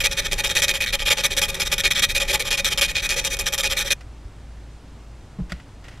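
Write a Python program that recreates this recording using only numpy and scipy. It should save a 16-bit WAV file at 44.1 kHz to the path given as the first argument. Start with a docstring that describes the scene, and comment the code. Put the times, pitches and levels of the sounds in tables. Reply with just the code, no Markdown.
"""A small hand file is worked quickly to and fro across a steel blade clamped in a bench vise, heard close by.
Its teeth catch and slip a few hundred times a second; this force drives the modes of file, blade and vise,
the vise most when the file is far out on the overhanging blade. Filtered noise makes the bench rumble.
The filing stops dead; soft thumps (damped sines) and small clicks (noise bursts ringing tools) follow,
over the low wavering hum, rumble and air noise of the workshop."""
import sys
import numpy as np
from scipy import signal
from scipy.fft import rfft, irfft
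from scipy.io import wavfile
from scipy.ndimage import uniform_filter1d

SR = 44100
rng = np.random.default_rng(int(sys.argv[2]) if len(sys.argv) > 2 else 0)


def dump(signal):
    """Clip the signal to [-1, 1] and save it as 16-bit WAV at the path in sys.argv[1]."""
    limited = np.clip(np.atleast_2d(signal).T, -1, 1)
    pcm = np.round(limited * 32767).astype(np.int16)
    wavfile.write(sys.argv[1], SR, pcm)


N = 264600

# spectrum of the workshop air: [f/Hz, relative level/dB]
AIR_SPECTRUM = [(40, -20), (110, 0), (190, -11), (290, -11), (400, -17), (850, -20), (1500, -25),
                (4000, -32), (8500, -38), (16000, -58)]
# rocking of the bench under the strokes: [t/s, level/dB]
ROCKING_LEVEL = [(0, -32.5), (.6, -33.5), (1.2, -34.5), (2, -32), (3.95, -38)]
# spectrum of the rocking bench: [f/Hz, relative level/dB]
BENCH_SPECTRUM = [(15, -13), (25, 5), (38, 0.5), (55, -10.5), (80, -9.5), (120, -22), (170, -13.5),
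                  (230, -23.5), (400, -41), (2000, -110)]
# soft thumps against the bench: [t/s, peak level/dB, f/Hz, t60/s]
BENCH_THUMPS = [(4.25, -26.5, 54.6, 0.14), (5.387, -22, 180, 0.17), (5.401, -20, 148, 0.053),
                (5.417, -23.5, 48, 0.13), (5.519, -26.5, 176, 0.09), (5.531, -26, 61, 0.1)]
# small clicks of tools being handled: [t/s, peak level/dB, t60/s]
TOOL_CLICKS = [(4.008, -34.5, 0.071), (5.496, -30.5, 0.34), (5.5205, -18, 0.022), (5.526, -24, 0.016),
               (5.599, -36, 0.073), (5.841, -36, 0.2), (5.882, -34, 0.079), (5.91, -39.5, 0.5),
               (5.974, -41, .04)]
# resonances of the tools: [f/Hz, width/Hz, relative level/dB]
TOOL_MODES = [(620, 270, 0.5), (1410, 290, 1), (1940, 230, 5), (2800, 900, -1.5), (5160, 2100, -13)]
# resonances of vise, blade and file: [f/Hz, width/Hz, relative level/dB]
STEEL_MODES = [(391.3, 51, -16), (498.6, 63, -13), (549.6, 40, -6.5), (843.7, 60, -12.5), (1064, 37, -19.5),
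               (1200, 65, -14.5), (1317, 100, -16), (1458, 54, -16), (1694, 195, -11), (1806, 70, -8),
               (1921, 51, -7), (2007, 55, -9.5), (2241, 57, -6.5), (2317, 110, -3), (2478, 59, 1),
               (2810, 120, -16.5), (3170, 95, -6), (3280, 135, -6.5), (3436, 97, -8.5), (3550, 120, -7),
               (3713, 73, -2.5), (3874, 89, -7.5), (4227, 460, -13), (4920, 240, -19.5), (5296, 210, -12),
               (5880, 420, -10), (6030, 77, -11.5), (7154, 116, -11.5), (7510, 150, -14.5),
               (8570, 180, -23.5), (10230, 154, -17), (11255, 300, -19.5)]
# broad crack of the contact beneath the resonances: [f/Hz, relative level/dB]
CONTACT_CRACK = [(100, -19), (300, -35), (1000, -34), (1600, -39), (2800, -15.5), (4000, -20), (6500, -21),
                 (8500, -21.5), (10000, -24.5), (14600, -28), (16000, -65)]
# a tooth snags hard and lets go: [t/s, peak level/dB]
TOOTH_SNAGS = [(.060, -6), (.331, -7), (.573, -5), (.647, -9), (.693, -7), (1.603, -10), (1.854, -8),
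               (1.995, -8), (2.529, -8), (2.646, -8), (2.817, -7), (3.242, -16), (3.2485, -5), (3.369, -17)]
# strokes of the file: [start t/s, length/s, level/dB, swell from first half to second half/dB]
FILE_STROKES = [(0.003, 0.03, -23.5, -13), (0.034, 0.04, -17.5, 2.0), (0.107, 0.032, -25.5, 0.5),
                (0.166, 0.041, -21.5, 3.5), (0.242, 0.031, -24.5, 5), (0.312, 0.034, -24, -3.5),
                (0.375, 0.038, -23.0, 2), (0.436, 0.046, -21.5, -3), (0.486, 0.041, -23.5, 2.0),
                (0.55, 0.057, -19.5, -2), (0.618, 0.038, -17.5, -3), (0.68, 0.04, -20, -4.5),
                (0.737, 0.045, -25.0, -3), (0.804, 0.05, -21.5, -6), (0.86, 0.049, -25.5, -3.0),
                (0.924, 0.034, -20.0, 0), (0.988, 0.05, -26.5, -1.5), (1.051, 0.044, -19.5, 4.5),
                (1.099, 0.038, -15.5, -0.5), (1.168, 0.051, -24.5, -0.5), (1.233, 0.037, -17, 0.5),
                (1.302, 0.039, -25.5, -0.5), (1.366, 0.035, -19.0, -3.0), (1.415, 0.046, -19.5, -7),
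                (1.481, 0.028, -26.5, -1), (1.542, 0.021, -27.5, -8), (1.597, 0.043, -22.0, -4),
                (1.648, 0.034, -25.5, 7), (1.714, 0.033, -19, -0.0), (1.779, 0.035, -21.5, -3),
                (1.834, 0.048, -17.5, 0.0), (1.905, 0.032, -19, -6.0), (1.946, 0.062, -21.5, 0.0),
                (2.019, 0.036, -15.5, 0), (2.087, 0.04, -25.0, -1.5), (2.145, 0.041, -19.5, 0.5),
                (2.198, 0.04, -21.5, -1.5), (2.275, 0.047, -22.0, 5.5), (2.325, 0.036, -18.5, 3),
                (2.394, 0.034, -23, -4.5), (2.446, 0.048, -27.0, 2), (2.505, 0.055, -21.0, -5),
                (2.571, 0.04, -22, -0.5), (2.645, 0.047, -20.5, -4.5), (2.701, 0.038, -22.5, 8),
                (2.775, 0.028, -20.5, -5.5), (2.811, 0.056, -18.0, -8.5), (2.876, 0.044, -27.5, 4),
                (2.95, 0.062, -22.5, -4.5), (3.018, 0.053, -24.0, 4), (3.09, 0.062, -22.5, -8),
                (3.158, 0.046, -23.5, 4), (3.247, 0.036, -23.5, -2), (3.298, 0.052, -26.0, 4.5),
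                (3.389, 0.036, -24.5, -7), (3.457, 0.034, -21.0, 0.5), (3.522, 0.033, -22.5, 1),
                (3.578, 0.042, -22.5, -6), (3.628, 0.051, -21.0, -0.5), (3.695, 0.043, -23, 2.0),
                (3.765, 0.066, -22.0, -1), (3.842, 0.047, -29.5, 6), (3.901, 0.034, -17.5, 1)]
# the file wanders out along the blade and back, about once a second:
# [t/s, overhang (0 over the jaws, 1 at the free end)]
BLADE_OVERHANG = [(0, 0.32), (.33, 0.76), (.5, 0.87), (.9, 0.025), (1.33, 0.88), (1.55, 0.47),
                  (2.03, 0.071), (2.35, 0.9), (2.55, .35), (2.9, 0.18), (3.42, 0.85), (3.93, 0.14)]
# treble balance of the strokes: [t/s, level/dB]
TREBLE_LEVEL = [(0, -0.5), (.62, 0.5), (.88, -6.5), (1.3, 0), (1.65, 2), (1.82, -3.5), (2.1, -1), (2.65, 0),
                (2.95, -3), (3.22, 4), (3.55, 2), (3.93, 0)]
# side against mid at the two microphone ports: [f/Hz, level/dB]
STEREO_WIDTH = [(150, -61), (380, -42), (1200, -40.5), (2400, -19), (4400, -11), (8000, -6), (14000, -1.5)]

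TIME = np.arange(N) / SR  # s
SIZE = 8192  # samples in a body's frequency response
FREQ = np.maximum(np.fft.rfftfreq(SIZE, 1 / SR), 1)  # Hz
TOP_HZ = 15100
STOP_S = 3.933  # the filing ends
AIR_DB = -46
HUM_HZ, HUM_DB = 55, -43
VISE_DB, LEVERAGE_DB = -5, 11.5  # vise level over the jaws, and its rise towards the free end
# chatter (0-1) of an even stroke; one that starts hard and fades chatters more
CHATTER, CHATTER_PER_DB, CHATTER_SPREAD = 0.54, -0.06, 0.23


def undb(db):
    """Amplitude ratio: 20 dB is a factor of ten."""
    return 10 ** (np.asarray(db) / 20)


def unit(x):
    """Normalisation to an rms value of 1."""
    return x / np.sqrt(np.mean(x ** 2))


def add(out, start, sound):
    """Superposition: mix a sound into out from time start/s."""
    i = max(int(start * SR), 0)
    out[i:i + len(sound)] += sound[:N - i]


def curve(points, t):
    """Linear interpolation of a control curve at time t/s."""
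    return np.interp(t, *np.transpose(points))


def colour(points, hz):
    """Spectral weighting: gain interpolated in dB over the logarithm of frequency."""
    f, db = np.transpose(points)
    return undb(np.interp(np.log(np.maximum(hz, 1)), np.log(f), db))


def noise(points):
    """Coloured noise: white noise weighted in the frequency domain, rms 1."""
    spectrum = rfft(rng.standard_normal(N))
    return unit(irfft(spectrum * colour(points, np.fft.rfftfreq(N, 1 / SR)), N))


def walk(rate):
    """Slow random fluctuation: levels held for 1 / rate, smoothed twice, rms 1."""
    hold = int(SR / rate)
    steps = np.repeat(rng.standard_normal(N // hold + 1), hold)
    return unit(uniform_filter1d(uniform_filter1d(steps, hold), hold)[:N])


def burst(t60):
    """Crumbling contact: noise under exponential decay, 60 dB in t60/s."""
    t = TIME[:SR // 2]
    return rng.standard_normal(len(t)) * undb(-60 * t / t60)


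def resonances(modes, skirt):
    """Modal superposition: the energies of resonance curves add; skirt sets their steepness."""
    energy = 0
    for f, width, db in modes:
        detuning = (FREQ / f - f / FREQ) * f / width
        energy = energy + undb(db) ** 2 / (1 + detuning ** 2) ** skirt
    return np.sqrt(energy)


def ring(push, gain):
    """Minimum-phase response: a body answers a push at once and then rings."""
    # folding the cepstrum forward in time gives the minimum phase
    cepstrum = irfft(np.log(gain + 1e-9))
    cepstrum[1:SIZE // 2] *= 2
    cepstrum[SIZE // 2 + 1:] = 0
    impulse_response = irfft(np.exp(rfft(cepstrum)))[:SIZE // 2]
    return signal.fftconvolve(push, impulse_response)


def blows(rows, body):
    """Impact excitation: short contacts [t/s, peak level/dB, t60/s] ring a body."""
    out = np.zeros(N)
    for start, db, t60 in rows:
        sound = ring(burst(t60), body)
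        add(out, start, undb(db) * sound / np.abs(sound).max())
    return out


def echo(x, t60, db):
    """Diffuse reverberation: dense reflections, 1 ms late, decay exponentially."""
    tail = np.concatenate([np.zeros(SR // 1000), burst(t60)])
    return undb(db) * signal.fftconvolve(x, tail / np.sqrt(np.sum(tail ** 2)))[:N]


def ports(mid, scattered=.95):
    """Spatial coherence: two close ports share the bass; treble differs in phase and by scattering."""
    direct = np.sqrt(1 - scattered ** 2) * np.imag(signal.hilbert(mid))
    # the treble scatters off the moving hands
    shifting = sum(echo(mid, t60=0.013, db=-1.5) * walk(20) for _ in range(4)) / 2
    difference = rfft(direct + scattered * shifting)
    side = irfft(difference * colour(STEREO_WIDTH, np.fft.rfftfreq(N, 1 / SR)), N)
    return np.array([mid + side, mid - side])


def workshop(waver=.35, waver_rate=9, rumble_db=-47):
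    """Stationary background: coloured noise for air and rumble, and a hum wavering in pitch and level."""
    phase = 2 * np.pi * np.cumsum(HUM_HZ + 1.7 * walk(waver_rate)) / SR
    hum = np.sin(phase) * (1 + waver * walk(waver_rate))
    rumble = noise([(40, -13), (90, -15.5), (1000, -120)])
    return noise(AIR_SPECTRUM) * undb(AIR_DB) + undb(rumble_db) * rumble + undb(HUM_DB) * unit(hum)


def bench(stop_s=0.054, push_s=0.0047, scuff_db=-11, scuff_hz=480):
    """Forced and free vibration: rumble while the file works; each thump starts a damped swing."""
    working = np.clip((STOP_S - TIME) / stop_s + .5, 0, 1)
    out = noise(BENCH_SPECTRUM) * undb(curve(ROCKING_LEVEL, TIME)) * working
    t = TIME[:SR // 2]
    for start, db, hz, t60 in BENCH_THUMPS:
        onset = 1 - np.exp(-t / push_s)
        swing = np.sin(2 * np.pi * hz * t) * undb(-60 * t / t60) * onset
        add(out, start, undb(db) * swing / np.abs(swing).max())
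    # only the higher-pitched thumps carry a dull scuff
    scuffs = [(start, db + scuff_db, t60) for start, db, hz, t60 in BENCH_THUMPS if hz > 100]
    return out + blows(scuffs, 1 / (1 + (FREQ / scuff_hz) ** 2))


def clicks():
    """Impact excitation of tools: short noise bursts ring their broad modes, with the extreme treble damped."""
    body = resonances(TOOL_MODES, skirt=0.92) / (1 + (FREQ / 11000) ** 4)
    return blows(TOOL_CLICKS, body)


def snags(steel, t60=0.0071):
    """Stick and sudden release: a caught tooth lets go and rings the steel."""
    return blows([(start, db, t60) for start, db in TOOTH_SNAGS], steel)


def turning(steel, db=-39.5, flutter_db=3, swell_db=2, grit_db=4, vise_db=10, dull_db=-5,
            leverage_db=4, rest_db=-4, rest_s=0.006):
    """Sustained friction: the file stays on the blade, grinding lightly, and keeps the vise ringing."""
    level_db = grit_db * rng.standard_normal(N) + flutter_db * walk(250) + swell_db * walk(14)
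    grit = rng.standard_normal(N) * undb(level_db)
    # the grinding eases just before the next stroke
    starts = np.append(np.array(FILE_STROKES)[:, 0], np.inf)
    until_next = starts[np.searchsorted(starts, TIME)] - TIME
    resting = np.exp(-until_next / rest_s)
    effort = undb(leverage_db * curve(BLADE_OVERHANG, TIME) + rest_db * resting)
    force = grit * effort * (TIME < STOP_S)
    balance = colour([(600, vise_db), (1400, 2), (3500, -3.5), (8000, dull_db)], FREQ)
    return undb(db) * unit(ring(force, steel * balance)[:N])


def teeth(along, t, chatter, tooth_hz=330, jitter=.35, scatter_db=4.0, slip_s=0.00042, grit_db=1.5,
          judder_hz=140, judder_db=3, drag=0.51, relief=0.3):
    """Stick-slip friction: teeth catch and slip, quickest in mid-stroke, over the drag of fine grit."""
    chance = rng.standard_normal((96, 3))  # per tooth: spacing, strength, bounce rate
    speed = .7 + .45 * np.sin(np.pi * along)
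    travel = np.cumsum(speed) * tooth_hz / SR  # in mean tooth spacings
    tooth = np.searchsorted(np.cumsum(np.exp(jitter * chance[:, 0])), travel)
    age = t - t[np.searchsorted(tooth, tooth)]  # time since this tooth caught
    strength = undb(scatter_db * np.tanh(chance[tooth, 1]))
    slips = strength * age / slip_s * np.exp(1 - age / slip_s)
    # a loosely held file also bounces on the blade
    bounce = np.sin(2 * np.pi * np.cumsum(judder_hz * np.exp(jitter * chance[tooth, 2])) / SR)
    grains, sizes = rng.standard_normal((2, SIZE))[:, :len(t)]
    grit = grains * undb(grit_db * sizes)
    friction = chatter * slips + drag * (1 - relief * chatter)
    return grit * friction * undb(judder_db * chatter * bounce)


def strokes(steel, bite_s=0.0049, lift_s=0.0029, arch_db=2, sizzle_db=2.5, trail_db=-16, trail_s=0.013,
            shift=0.0035, node_db=2, node_hz=2100):
    """Driven modes: each stroke grabs, swells and trails off; the contact point alters the resonances."""
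    out = np.zeros(N)
    chances = rng.standard_normal((len(FILE_STROKES), 3))  # chatter, mode shift, sizzle
    for (start, length, db, swell_db), chance in zip(FILE_STROKES, chances):
        t = TIME[:int((length + 2 * trail_s) * SR)]
        along = np.minimum(t / length, 1)
        swell = swell_db * np.clip(2 * along - 1, -.5, .5)
        arch = arch_db * (np.sin(np.pi * along) - 2 / np.pi)
        pressure = undb(swell + arch)
        cutting = np.clip((length - t) / lift_s, 0, 1)
        # a stroke that starts hard bites at once, one that builds up eases in
        bite = np.minimum(t / (bite_s * undb(2 * np.clip(swell_db, -8, 2))), 1)
        # after the cut the file skates on lightly
        trail = undb(trail_db) * np.exp(-np.maximum(t - length, 0) / trail_s)
        chatter = np.clip(CHATTER + CHATTER_PER_DB * swell_db + CHATTER_SPREAD * chance[0], 0, 1)
        force = teeth(along, t, chatter) * bite * np.maximum(cutting, trail) * pressure
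        # the leverage of the overhang makes the vise ring more
        vise_db = VISE_DB + LEVERAGE_DB * curve(BLADE_OVERHANG, start)
        treble_db = curve(TREBLE_LEVEL, start)
        balance = colour([(850, vise_db), (1400, 0), (4200, 0), (5800, treble_db),
                          (13000, treble_db + sizzle_db * chance[2])], FREQ)
        body = np.interp(FREQ * (1 + shift * chance[1]), FREQ, steel)
        # modes with a node at the point of contact are driven less
        nodes = undb(node_db * np.sin(2 * np.pi * (FREQ / node_hz + rng.random())))
        sound = ring(force, body * balance * nodes)
        # the level is the rms value over the stroke's length
        add(out, start, undb(db) * sound * np.sqrt(length * SR / np.sum(sound ** 2)))
    return out


def scene(mute_s=0.0036, near_db=-16, room_db=-33):
    """Direct and reflected sound: file and tools with reflections off bench top and dry room, over the background."""
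    steel = np.hypot(resonances(STEEL_MODES, skirt=1.547), colour(CONTACT_CRACK, FREQ))
    metal = strokes(steel) + turning(steel) + snags(steel)
    # the file leaves the blade after the last stroke, and the fingers mute its ring
    metal = metal * np.exp(-np.maximum(TIME - STOP_S, 0) / mute_s)
    direct = metal + clicks()
    bench_top = echo(direct, t60=0.03, db=near_db)
    room = echo(direct, t60=0.12, db=room_db)
    return ports(direct + bench_top + room + bench() + workshop())


def record(dry):
    """Amplitude and band limiting: peaks are clipped at full scale, then a steep low-pass cuts the top."""
    low_pass = signal.ellip(8, .2, 70, TOP_HZ, fs=SR, output="sos")
    return signal.sosfilt(low_pass, np.clip(dry, -1, 1))


dry = scene()
out = record(dry)
dump(out)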